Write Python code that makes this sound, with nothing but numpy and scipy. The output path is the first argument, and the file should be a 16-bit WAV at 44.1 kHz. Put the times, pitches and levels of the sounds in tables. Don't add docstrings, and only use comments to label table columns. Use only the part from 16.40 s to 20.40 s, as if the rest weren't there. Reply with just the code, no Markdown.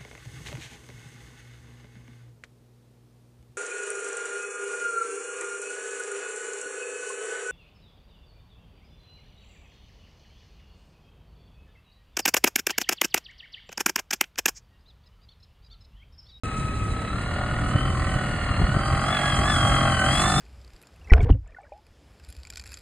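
import sys
import numpy as np
from scipy import signal
from scipy.fft import rfft, irfft
from scipy.io import wavfile
from scipy.ndimage import uniform_filter1d

SR = 44100
rng = np.random.default_rng(int(sys.argv[2]) if len(sys.argv) > 2 else 0)


def to_linear_factor(level_db):
    exponent = np.asarray(level_db, float) / 20
    return 10 ** exponent


def to_wav(s):
    ch = np.atleast_2d(s).T
    pcm = np.round(np.clip(ch, -1, 1) * 32767)
    wavfile.write(sys.argv[1], SR, pcm.astype(np.int16))


N = 176400


def rms_one(x):
    return x / np.sqrt(np.mean(x ** 2) + 1e-20)


def in_time(rows):
    s, *columns = np.transpose(rows)
    return [np.interp(np.arange(N) / SR, s, c) for c in columns]


def drift(rate):
    r = np.exp(-80 * np.pi * rate / SR)
    steps = rng.standard_normal(N // 40 + 2002)
    slow = signal.lfilter([1], [1, -2 * r, r * r], steps)[2000:]
    return np.interp(np.arange(N) / 40, np.arange(len(slow)), rms_one(slow - slow.mean()))


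def colour(x, points):
    hz, db = np.transpose(points)
    log_hz = np.log(np.arange(N // 2 + 1) * SR / N + 1)
    return irfft(rfft(x) * to_linear_factor(np.interp(log_hz, np.log(hz), db, left=-70)), N)


def puffs(cycle):
    sharpness, spread_db, rise_s = 1.05, .6, .0055
    strength = to_linear_factor(spread_db * rng.standard_normal(300))[cycle.astype(int)]
    decay = np.exp(-2 * sharpness * (cycle % 1))
    return uniform_filter1d(strength * decay, size=int(rise_s * SR))


def exhaust(cycle, firing_hz, level_db):
    # (multiple of firing rate, relative level [dB])
    orders = [(1, -8), (2, -8), (3, 3), (4, -6), (5, -7), (6, -9), (7, -8), (8, -14), (9, -23), (10, -25),
              (11, -21), (12, -20), (13, -10), (14, -20), (15, -23), (16, -21), (17, -19), (18, -22)]
    # (frequency [Hz], gain [dB])
    silencer = [(186, 0), (196, 9), (210, 0)]
    share_db, waver_db, phase_waver = -1.5, 1.5, .25
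    out = 0
    for k, db in orders:
        lift_db = np.interp(k * firing_hz, *np.transpose(silencer))
        strength = to_linear_factor(db + lift_db + waver_db * drift(9.3))
        phase = 2 * np.pi * k * cycle + phase_waver * drift(9.0) + .3 * k * k
        out = out + strength * np.sin(phase)
    return to_linear_factor(level_db + share_db) * np.sqrt(2) * out


def gears(cycle, firing_hz, puff, levels_db):
    # (time [s], swing [share of speed])
    crank_swing = [(0, .008), (.75, .008), (1.0, .015), (2.4, .016), (2.7, .026), (4, .024)]
    teeth_per_firing, throb, flicker_db = 36, .45, 1.8
    jitters = (.006, .005, .010)
    swing, = in_time(crank_swing)
    crank = cycle + swing * (cycle % 1) * (1 - cycle % 1)
    out = 0
    for k, (db, jitter) in enumerate(zip(levels_db, jitters), start=1):
        uneven = np.cumsum(jitter * firing_hz * drift(69.0)) / SR
        turn = 2 * np.pi * teeth_per_firing * (crank + uneven)
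        out = out + np.sqrt(2) * to_linear_factor(db + flicker_db * drift(22.0)) * np.sin(k * turn)
    return out * (1 - throb + throb * puff)


def panels(x):
    edges_hz, shift_db = [0, 930, 1200, 1380, 1600, 22050], 1.8
    hz, spectrum = np.arange(N // 2 + 1) * SR / N, rfft(x)
    out = 0
    for low, high in zip(edges_hz, edges_hz[1:]):
        part = irfft(spectrum * ((hz >= low) & (hz < high)), N)
        out = out + to_linear_factor(shift_db * drift(4.3)) * part
    return out


def clatter(cycle, puff, level_db):
    # (frequency [Hz], relative level [dB])
    ringing = [(200, -8.5), (320, -20.5), (470, -24.5), (580, -4), (680, -6.5), (770, 0.5), (930, -14),
               (1100, -1), (1300, 3), (1500, -3), (1600, -10), (1900, -4), (2150, -11), (2350, -18.5),
               (2600, -11.5), (2950, -16), (3400, -16.5), (3650, -65), (4050, -15), (4400, -31),
               (4750, -20), (5200, -53), (6500, -51)]
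    knock_share, noise_floor, trim_db = .6, 1.05, -1.5
    knocks = rng.standard_normal(400)[(cycle % 1 * 400).astype(int)]
    fresh = (noise_floor + puff) * rng.standard_normal(N)
    drive = knock_share * (.5 + puff) * knocks + (1 - knock_share) * fresh
    return to_linear_factor(level_db + trim_db) * rms_one(panels(colour(drive, ringing)))


def hiss(puff, level_db):
    # (frequency [Hz], relative level [dB])
    hiss_tone = [(3000, -31), (3700, -28.5), (4100, -0.5), (4450, -13.5), (4700, -6.5), (5100, -8.5),
                 (5500, -4.5), (7000, -5), (7600, -3.5), (8400, 0.5), (9500, -7), (11000, -7.5),
                 (11600, -22), (12000, -33)]
    trim_db, throb, flicker_db = 4.5, .044, 1
    flicker = to_linear_factor(flicker_db * (drift(13.3) + drift(40)))
    rough = (1 - throb + throb * puff) * flicker
    return to_linear_factor(level_db + trim_db) * rms_one(colour(rough * rng.standard_normal(N), hiss_tone))


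def whine(puff):
    # (time [s], level [dB])
    whine_level = [(0, -56), (.4, -53), (.45, -67), (.52, -52), (.75, -53.5), (1.1, -57), (1.35, -66)]
    # (frequency [Hz], relative level [dB])
    whine_band = [(3750, -34), (3900, 5.5), (3970, -2), (4060, 0), (4250, -32), (4400, -68.5)]
    level_db, = in_time(whine_level)
    return to_linear_factor(level_db) * rms_one(colour((1 + puff) * rng.standard_normal(N), whine_band))


def buffets():
    # (time [s], peak level [dB], frequency [Hz])
    thumps = [(1.331, -24, 55), (1.358, -9.5, 117), (1.5, -16, 75), (1.762, -15, 119), (2.111, -15.5, 56),
              (2.201, -12, 83.7), (2.219, -12.5, 147), (2.241, -13, 49), (2.292, -14, 131),
              (2.369, -13.5, 154), (2.539, -15.5, 110), (2.934, -18.5, 69), (2.991, -13, 83),
              (3.005, -17, 121), (3.022, -18, 77), (3.251, -16.5, 93)]
    cycles = 1.97
    t, out = np.arange(N) / SR, 0
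    for s, db, hz in thumps:
        turn = hz * (t - s)
        swell = np.cos(np.pi * np.clip(turn / cycles, -.5, .5)) ** 2
        swing = np.cos(2 * np.pi * turn)
        swing = swing + .25 * np.sin(4.6 * np.pi * turn) + .15 * swell * np.sin(9.5 * np.pi * turn)
        out = out + to_linear_factor(db) * swell * swing
    return out


def wind():
    # (time [s], relative level [dB])
    gusts = [(0.05, -35), (0.32, -32), (0.84, -35.5), (1.14, -31), (2.21, -32), (2.34, -30), (2.5, -31.5),
             (2.8, -39.5), (3.14, -31), (4.0, -29)]
    # (frequency [Hz], relative level [dB])
    rumble_tone = [(12, -49), (20, -1), (49, 5.5), (130, 1.5), (200, -6.5), (248, -9), (437, -20),
                   (500, -22.5), (650, -72), (1100, -120)]
    # (frequency [Hz], relative level [dB])
    roar_tone = [(60, -1), (150, -5.5), (300, -8), (500, -16.5), (1000, -20.5), (2000, -20), (3600, -30.5),
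                 (6000, -51.5)]
    lift_db, lump_db, roar_db = 3.5, 1.5, -35.5
    gust_db, = in_time(gusts)
    lumps = to_linear_factor(lump_db * drift(39)) * rng.standard_normal(N)
    rumble = to_linear_factor(gust_db + lift_db) * rms_one(colour(lumps, rumble_tone))
    roar = to_linear_factor(roar_db) * rms_one(colour(rng.standard_normal(N), roar_tone))
    return rumble + roar


def scatter(mono):
    # (frequency [Hz], gain [dB])
    unlike = [(30, -24), (120, -17), (400, -15), (800, -16), (1050, -26), (1450, -15), (1700, -24),
              (2000, -10), (2230, -18), (2450, -8), (2900, -7), (3400, -15), (3800, -8), (4000, -11),
              (4400, -7), (5000, -7), (5250, -60), (5750, -60), (6100, -9), (6500, -7), (7100, -10),
              (7600, -50), (9000, -50), (9500, -10), (10250, -6), (10600, -50)]
    wander_turns = .55
    turning = np.exp(2j * np.pi * wander_turns * drift(16.3))
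    return colour((signal.hilbert(mono) * turning).real, unlike)


def scene():
    # (time [s], firing rate [Hz], tooth-rate level [dB],
    # second multiple level [dB], third multiple level [dB])
    engine_speed = [(0, 35.64, -38, -47.5, -61), (.3, 35.42, -33.5, -46, -70),
                    (.45, 35.5, -35.5, -48, -63.5), (.7, 35.89, -40.5, -51, -57),
                    (.8, 39.28, -42.5, -54, -55), (.95, 39.65, -44.5, -48.5, -56),
                    (1.28, 40.33, -42.5, -50, -60), (1.4, 42.49, -48, -38, -55),
                    (1.5, 42.63, -62, -42.5, -54), (1.6, 41.61, -58, -61, -54), (1.7, 42.03, -44, -44, -57),
                    (1.85, 40.29, -35.5, -45.5, -57), (2.0, 39.7, -38.5, -45, -50),
                    (2.16, 38.61, -39, -45, -48), (2.32, 40.76, -32, -46, -50),
                    (2.38, 43.33, -37, -44, -50), (2.6, 43.74, -56, -48, -46),
                    (2.745, 47.42, -35, -29.5, -49.5), (2.8, 45.31, -44, -37.5, -54),
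                    (2.89, 46.1, -30, -29, -46), (3.0, 43.8, -52, -37, -50), (3.1, 48.15, -28, -32.5, -45),
                    (3.19, 45.01, -36, -30.5, -45), (3.48, 44.1, -46.5, -33, -48),
                    (3.62, 41.57, -24, -34.5, -46), (3.76, 46.28, -53, -27.5, -39),
                    (3.86, 48.7, -28, -33.5, -47), (4, 49.02, -46, -32, -34)]
    # (time [s], clatter level [dB], hiss level [dB], exhaust level [dB])
    coming_near = [(0.05, -44.5, -51.5, -35), (0.09, -39.5, -58, -48), (0.21, -45, -54, -43),
                   (1.02, -31, -56, -40.5), (1.41, -31.5, -52.5, -33.5), (2.05, -30.5, -52.5, -41),
                   (2.14, -28, -53, -39), (2.21, -29.5, -53.5, -33.5), (2.41, -26, -52, -37),
                   (2.48, -26, -49, -35.5), (3.13, -24, -42, -32), (3.48, -21.5, -44, -27),
                   (3.58, -27.5, -44, -36.5), (3.66, -23, -41.5, -29), (3.84, -22, -37, -31.5),
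                   (4.0, -22.5, -37.5, -31)]
    firing_hz, *gear_db = in_time(engine_speed)
    clatter_db, hiss_db, exhaust_db = in_time(coming_near)
    cycle = np.cumsum(firing_hz * (1 + .002 * drift(15.3))) / SR
    puff = rms_one(puffs(cycle))
    engine = exhaust(cycle, firing_hz, exhaust_db) + gears(cycle, firing_hz, puff, gear_db)
    body = clatter(cycle, puff, clatter_db) + hiss(puff, hiss_db)
    mono = engine + body + whine(puff) + buffets() + wind()
    scattered = scatter(mono)
    return np.array([mono + scattered, mono - scattered])


def low_pass(x):
    return signal.sosfilt(signal.butter(12, 11650, fs=SR, output="sos"), x)


def record(dry):
    # (frequency [Hz], lead [half turns])
    port_phase = [(0, 0), (1350, -.05), (1700, 0), (1950, .1), (2240, .02), (2400, .62), (2600, .62),
                  (2900, .3), (3100, .55), (3450, .17), (3650, .1), (3950, .17), (4500, .58), (5000, .6),
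                  (5230, 1), (5900, 1), (6200, 1.25), (6700, 1.6), (7300, 1.95), (7550, 2), (9200, 2),
                  (10100, 2.55), (10550, 3), (22050, 3)]
    start_s = .035
    hz, lead = np.transpose(port_phase)
    half = np.exp(.5j * np.pi * np.interp(np.arange(N // 2 + 1) * SR / N, hz, lead))
    ports = irfft(rfft(dry) * [half, half.conj()], N)
    ports = ports * (np.arange(N) > start_s * SR)
    return low_pass(ports)


dry = scene()
out = record(dry)
to_wav(out)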